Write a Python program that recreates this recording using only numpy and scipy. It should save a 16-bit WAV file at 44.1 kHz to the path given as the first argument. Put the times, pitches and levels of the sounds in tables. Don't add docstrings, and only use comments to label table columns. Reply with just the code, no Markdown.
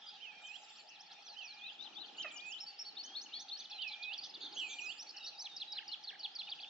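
import sys
import numpy as np
from scipy import signal
from scipy.io import wavfile
from scipy.ndimage import uniform_filter1d, map_coordinates

SR = 44100
rng = np.random.default_rng(int(sys.argv[2]) if len(sys.argv) > 2 else 0)


def master_out(mix):
    frames = np.transpose(np.atleast_2d(mix))
    ceiling = np.clip(frames, -1, 1)
    pcm = np.round(ceiling * 32767).astype(np.int16)
    wavfile.write(sys.argv[1], SR, pcm)


N = 295029
TIME = np.arange(N) / SR

SINGER_SIDES = {"whoop": -8.5, "arch": 7.4, "scoop": 11, "hump": 3.3, "fall": 3.1, "leap": -2.5}


def amp(db):
    return 10 ** (np.asarray(db) / 20)


def unit(x):
    return x / np.sqrt(np.mean(x ** 2) + 1e-20)


def level_at(points, hz):
    point_hz, point_db = np.transpose(points)
    return np.interp(np.log(hz + 1), np.log(point_hz + 1), point_db)


def add(mix, start_s, sound, pan_db=0):
    left_lag = int(round(np.clip(-pan_db, -2, 1)))
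    for ear, lag, db in zip(mix, (left_lag, 0), (pan_db / 2, -pan_db / 2)):
        part = ear[max(round(start_s * SR) + lag, 0):][:len(sound)]
        part += amp(db) * sound[:len(part)]


def wobble(n, per_s):
    return map_coordinates(rng.standard_normal(512), [np.arange(n) * per_s / SR], order=3, mode="wrap")


def noise(spectrum, patch_db, ear_likeness):
    hz = np.fft.rfftfreq(1024, 1 / SR)
    a, b, c, d, patches = rng.standard_normal((N // 256 + 5, len(hz), 5)).T
    patches = unit(uniform_filter1d(uniform_filter1d(patches, size=8, axis=0), size=8, axis=1))
    left = a + 1j * b
    right = ear_likeness * left + np.sqrt(1 - ear_likeness ** 2) * (c + 1j * d)
    shaped = np.array([left, right]) * amp(level_at(spectrum, hz)[:, None] + patch_db * patches)
    return unit(signal.istft(shaped, nperseg=1024, noverlap=768)[1][:, :N])


def distant_wind():
    # (frequency [Hz], relative level [dB])
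    rush_tone = [(108, -53.5), (170, -12), (260, -15.5), (602, -12), (839, 3), (1000, -19.5), (1360, -7.5),
                 (1490, -16), (1680, -8.5), (2200, -16.5), (2860, -53), (4840, -120)]
    drone_tone = [(600, -36.5), (780, -9.5), (830, -0.5), (885, -11.0), (1000, -59.5)]
    gust_tone = [(90, -56), (180, -15.5), (300, -0.5), (500, -12), (1500, -12), (3000, -57.5)]
    # (time [s], level [dB])
    gust_levels = [(1.5, -90), (1.85, -66.5), (2.25, -65), (2.7, -84), (3.1, -67.5), (3.8, -81.5),
                   (4.2, -76.5), (4.45, -62.5), (4.9, -71), (5.3, -78)]
    rush = amp(-65.5) * noise(rush_tone, patch_db=3.0, ear_likeness=0.54)
    drone = amp(-70.5) * noise(drone_tone, patch_db=4.5, ear_likeness=0.92)
    swell = amp(np.interp(TIME, *np.transpose(gust_levels)))
    return rush + drone + swell * noise(gust_tone, patch_db=2.5, ear_likeness=0.47)


def far_chorus():
    # (frequency [Hz], relative level [dB])
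    chorus_tone = [(1900, -24.5), (2500, -6.5), (4500, -13.5), (5600, -15.5), (7600, -35)]
    return amp(-62.5) * noise(chorus_tone, patch_db=4.5, ear_likeness=0.15)


def whistle(hz, jitter=0.0036, flutter_db=2.5, swell_db=4.5):
    # (pitch [Hz], gain [dB])
    beak_gain = [(1600, -7), (2370, -12), (2560, -0.5), (3200, 2), (4200, -0.5), (5500, 1), (7200, -10)]
    n = len(hz)
    cycles = np.cumsum(hz * (1 + jitter * wobble(n, 400))) / SR
    valve = signal.windows.tukey(n, .007 * SR / n)
    attack_s = min(.16 * n / SR, .02)
    attack = np.minimum(TIME[:n] / attack_s, 1)
    swell = np.sqrt(abs(np.sin(np.linspace(0, np.pi, n)))) - 1
    breath_db = swell_db * swell + flutter_db * wobble(n, 150)
    loudness = valve * attack * amp(level_at(beak_gain, hz) + breath_db)
    return np.sqrt(2) * loudness * np.sin(2 * np.pi * cycles)


def buzzes(pace_wander=.2):
    # (start [s], length [s], middle pitch [Hz], swing [Hz], swings [per s], level [dB])
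    buzz_notes = [ (0, .17, 3430, 245, 108, -60), (0.781, 0.036, 4490, 150, 210, -59),
                  (3.382, 0.052, 4020, 498, 156, -52.5), (4.228, 0.046, 5140, 990, 82, -53.5),
                  (4.401, 0.071, 4020, 605, 105, -49), (4.477, 0.32, 4340, 300, 95, -61.5),
                  (4.692, 0.058, 3470, 232, 110, -50.5), (5.13, 0.13, 2795, 183, 36, -57.5),
                  (5.26, 0.041, 4400, 300, 190, -46), (5.76, 0.078, 1910, 354, 30, -51.5),
                  (6.102, 0.062, 1933, 341, 40, -49.5), ]
    out = np.zeros((2, N))
    for start_s, length_s, mid_hz, swing_hz, rate, db in buzz_notes:
        n = round(length_s * SR)
        pace = rate * (1 + pace_wander * wobble(n, 200))
        hz = mid_hz - swing_hz * np.sin(2 * np.pi * np.cumsum(pace) / SR)
        add(out, start_s, amp(db) * whistle(hz, jitter=.019, flutter_db=1.5, swell_db=1.0), pan_db=-2.5)
    return out


def reed_echoes(sound, fade_s, delay_s=0.0025):
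    t = TIME[:SR // 2]
    echoes = rng.standard_normal((2, len(t))) * (rng.random((2, len(t))) < .1) * (t > delay_s)
    echoes *= amp(-60 * t / fade_s)
    echoes /= np.linalg.norm(echoes, axis=1, keepdims=True)
    return signal.fftconvolve(sound, echoes, axes=1)[:, :N]


def pitch_line(name):
    syllables = { "whoop": (.375, [2507, 3140, 2703, 2530, 2322, 2400, 2394, 2426, 2484, 2519, 2750, 3525]),
                 "hook": (0.025, [6220, 5027, 4656, 4380, 4830]),
                 "chip": (.04, [3380, 3998, 4280, 4048, 3507, 3280, 2876, 2050]),
                 "rise": (.037, [3960, 4850, 5700, 7020]), "slur": (0.11, [6000, 5800, 4580, 4250, 3830]),
                 "arch": (.102, [3170, 3480, 3660, 3850, 4050, 3500, 3030]),
                 "upflick": (0.024, [2430, 3605, 4430, 4550, 4710, 5500]),
                 "downflick": (.029, [5150, 3870, 3390, 3150, 2930, 1900]),
                 "tick": (.021, [3100, 2850, 2250]), "fall": (.075, [7100, 7220, 6870, 7040, 6100, 4400]),
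                 "droop": (0.073, [7060, 6790, 6330, 6320, 5350]),
                 "scoop": (.062, [2869, 2960, 2930, 3450, 4450]),
                 "high dome": (0.05, [4300, 5170, 5346, 5423, 4830]),
                 "low dome": (0.056, [3860, 4500, 4440, 4460, 4200]),
                 "hump": (.058, [3540, 3680, 4300, 4300, 4450, 4100]),
                 "leap": (0.045, [3880, 5400, 6050, 6430, 6380]), "lift": (0.18, [2925, 3160, 3340, 3900]),
                 "pipe": (0.073, [2600, 3370, 3300]), "bump": (0.06, [2840, 3120, 3090, 3080]),
                 "twitch": (.036, [3110, 3430, 3995, 4708, 3990, 3403, 3420, 3580, 3280, 2960]),
                 "plunge": (.05, [7200, 6500, 5200, 5100]), "dive": (.03, [5590, 5400, 4500, 3700]),
                 "snip": (0.024, [5760, 4440, 3760, 3100]), "spike": (0.03, [3570, 4300, 5200, 4600, 3700]),
                 "lilt": (.05, [4610, 4900, 4720, 5070, 5300]),
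                 "ripple": (.043, [3210, 3830, 3654, 3657, 3170, 3585, 3120]),
                 "sigh": (.092, [2990, 3360, 3270, 2980, 2940]),
                 "sag": (.085, [4080, 4070, 4040, 3800, 3540]), "drawl": (0.55, [3330, 3000, 3310]),
                 "thread": (.42, [7600, 7340, 7220, 7200, 7160]),
                 "crest": (0.13, [5740, 5830, 6660, 5200, 4840, 4400, 4750]),
                 "climb": (.066, [4080, 4800, 5400, 5720, 6060, 5700]),
                 "vee": (0.027, [5740, 5320, 4220, 5000, 5650]), "dish": (0.11, [3970, 3775, 3870, 4250]),
                 "swoon": (0.13, [3480, 3367, 3624, 3680]), }
    length_s, steps = syllables[name]
    padded = np.pad(np.array(steps, float), 2, "reflect", reflect_type="odd")
    positions = 2 + np.linspace(0, len(steps) - 1, round(length_s * SR))
    return map_coordinates(padded, [positions], mode="nearest")


def lone_notes():
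    # (start [s], level [dB], syllable)
    notes = [ (.06, -55, "lilt"), (.197, -52.5, "whoop"), (0.432, -56.5, "bump"), (0.411, -60, "thread"),
             (1.353, -52.5, "whoop"), (2.173, -47.5, "whoop"), (2.953, -58.5, "snip"),
             (3.029, -57.5, "lift"), (3.257, -55.5, "tick"), (3.316, -53.5, "pipe"), (3.42, -69, "drawl"),
             (3.639, -52, "snip"), (3.775, -45.5, "whoop"), (4.176, -45, "hook"), (4.207, -51.5, "lilt"),
             (4.286, -51.5, "spike"), (4.441, -50, "ripple"), (4.523, -49.5, "snip"),
             (4.556, -44.5, "whoop"), (4.557, -45, "sigh"), (4.571, -55, "thread"), (4.783, -45.5, "tick"),
             (4.798, -53.5, "crest"), (4.973, -51.5, "climb"), (5.063, -57, "low dome"),
             (5.195, -55, "dish"), (5.323, -60.5, "dish"), (5.402, -47.5, "hook"), (5.439, -45, "chip"),
             (5.886, -58.5, "scoop"), (6.22, -54, "low dome"), (6.372, -57, "swoon"), (6.6, -56, "swoon"), ]
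    out = np.zeros((2, N))
    for start_s, db, name in notes:
        add(out, start_s, amp(db) * whistle(pitch_line(name)), SINGER_SIDES.get(name, -1))
    return out


def far_birds(count=170, db=-69):
    names = ["chip", "downflick", "scoop", "hump", "tick", "twitch", "bump", "dive", "sag", "ripple"]
    out = np.zeros((2, N))
    for when, kind, pitch, side in rng.uniform(-1, 1, (count, 4)):
        hz = pitch_line(names[int(abs(kind) * len(names))]) * 1.15 ** pitch
        add(out, abs(when) * N / SR, amp(db) * whistle(hz), pan_db=4 * side)
    return out


def trills(ease_in=0.27, pitch_spread=.015):
    phrases = { "seesaw": [(0, -3.5, "hook"), (.036, -1, "chip")], "stutter": [(0, -1.5, "tick"),
               (.017, -0.5, "upflick"), (.043, 1, "downflick")], "step down": [(0, 1.5, "high dome"),
               (.064, 0, "low dome")], "step up": [(0, -1, "hump"), (.06, -6.5, "leap")], }
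    # (first start [s], last start [s], repeats, steady level [dB],
    # how much softer the first repeat is [dB], phrase or syllable)
    runs = [ (0.451, 0.606, 2, -68, -8, "plunge"), (0.543, .681, 2, -58.5, 6.5, "vee"),
            (0.751, 1.105, 4, -60, 0, "rise"), (.904, 1.534, 5, -58, 3.5, "seesaw"),
            (1.24, 1.424, 2, -54, 0.5, "slur"), (1.607, 1.95, 3, -52, 1, "arch"),
            (1.696, 2.258, 6, -59.5, 2.5, "stutter"), (2.163, 2.455, 3, -49, 4.5, "fall"),
            (2.172, 2.534, 3, -53, 1.5, "scoop"), (2.595, 2.781, 2, -47.5, 2.5, "step down"),
            (2.966, 3.507, 4, -44.5, -0.5, "step up"), (3.479, 3.703, 3, -49, -0.5, "twitch"),
            (3.809, 4.335, 6, -48.5, -2.5, "twitch"), (3.695, 3.872, 2, -50.5, 4.5, "dive"),
            (3.72, 4.02, 3, -54.5, -2, "sag"), (4.392, 4.672, 3, -49.5, 13.5, "droop"),
            (5.011, 5.162, 3, -50.5, 5, "vee"), (5.222, 5.372, 2, -47, 2.5, "climb"),
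            (5.487, 5.665, 2, -50, 6.5, "dish"), (5.562, 6.349, 6, -42.5, -0.5, "seesaw"),
            (6.469, 6.58, 2, -49.5, -3, "stutter"), ]
    out = np.zeros((2, N))
    for first_s, last_s, repeats, steady_db, soft_db, phrase in runs:
        for k, start_s in enumerate(np.linspace(first_s, last_s, round(repeats))):
            repeat_db = steady_db - soft_db * ease_in ** k
            for delay_s, note_db, name in phrases.get(phrase, [(0.0012, 0, phrase)]):
                hz = pitch_line(name) * (1 + pitch_spread * rng.standard_normal())
                note = amp(repeat_db + note_db) * whistle(hz)
                add(out, start_s + delay_s, note, SINGER_SIDES.get(name, -1))
    return out


def waterbird(start_s=2.242, length_s=0.0233, hz=635, harmonics_db=(-48, -49, -47)):
    out, n = np.zeros((2, N)), round(length_s * SR)
    cycles = np.cumsum(hz * (np.linspace(1.04, .96, n) + 0.052 * wobble(n, 720))) / SR
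    voice = sum(amp(db) * np.sin(2 * np.pi * k * cycles) for k, db in enumerate(harmonics_db, 1))
    call = signal.windows.tukey(n, .5) * voice
    add(out, start_s, call)
    add(out, start_s + .023, amp(-9) * call)
    return out


def scene():
    near = lone_notes() + trills() + buzzes() + waterbird()
    far = far_birds()
    near_stems = amp(-11) * reed_echoes(near, fade_s=0.079)
    wider_reedbed = amp(-11) * reed_echoes(near, fade_s=0.55, delay_s=0.017)
    far_echoes = reed_echoes(far, fade_s=0.57)
    return near + near_stems + wider_reedbed + far + far_echoes + distant_wind() + far_chorus()


def record(dry, low_cut_hz=140, high_cut_hz=7900):
    wind_filter = signal.butter(6, low_cut_hz, "high", fs=SR, output="sos")
    treble_filter = signal.firwin(255, high_cut_hz, window=("kaiser", 8), fs=SR)
    return signal.oaconvolve(signal.sosfilt(wind_filter, dry), treble_filter[None], "same")


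dry = scene()
out = record(dry)
master_out(out)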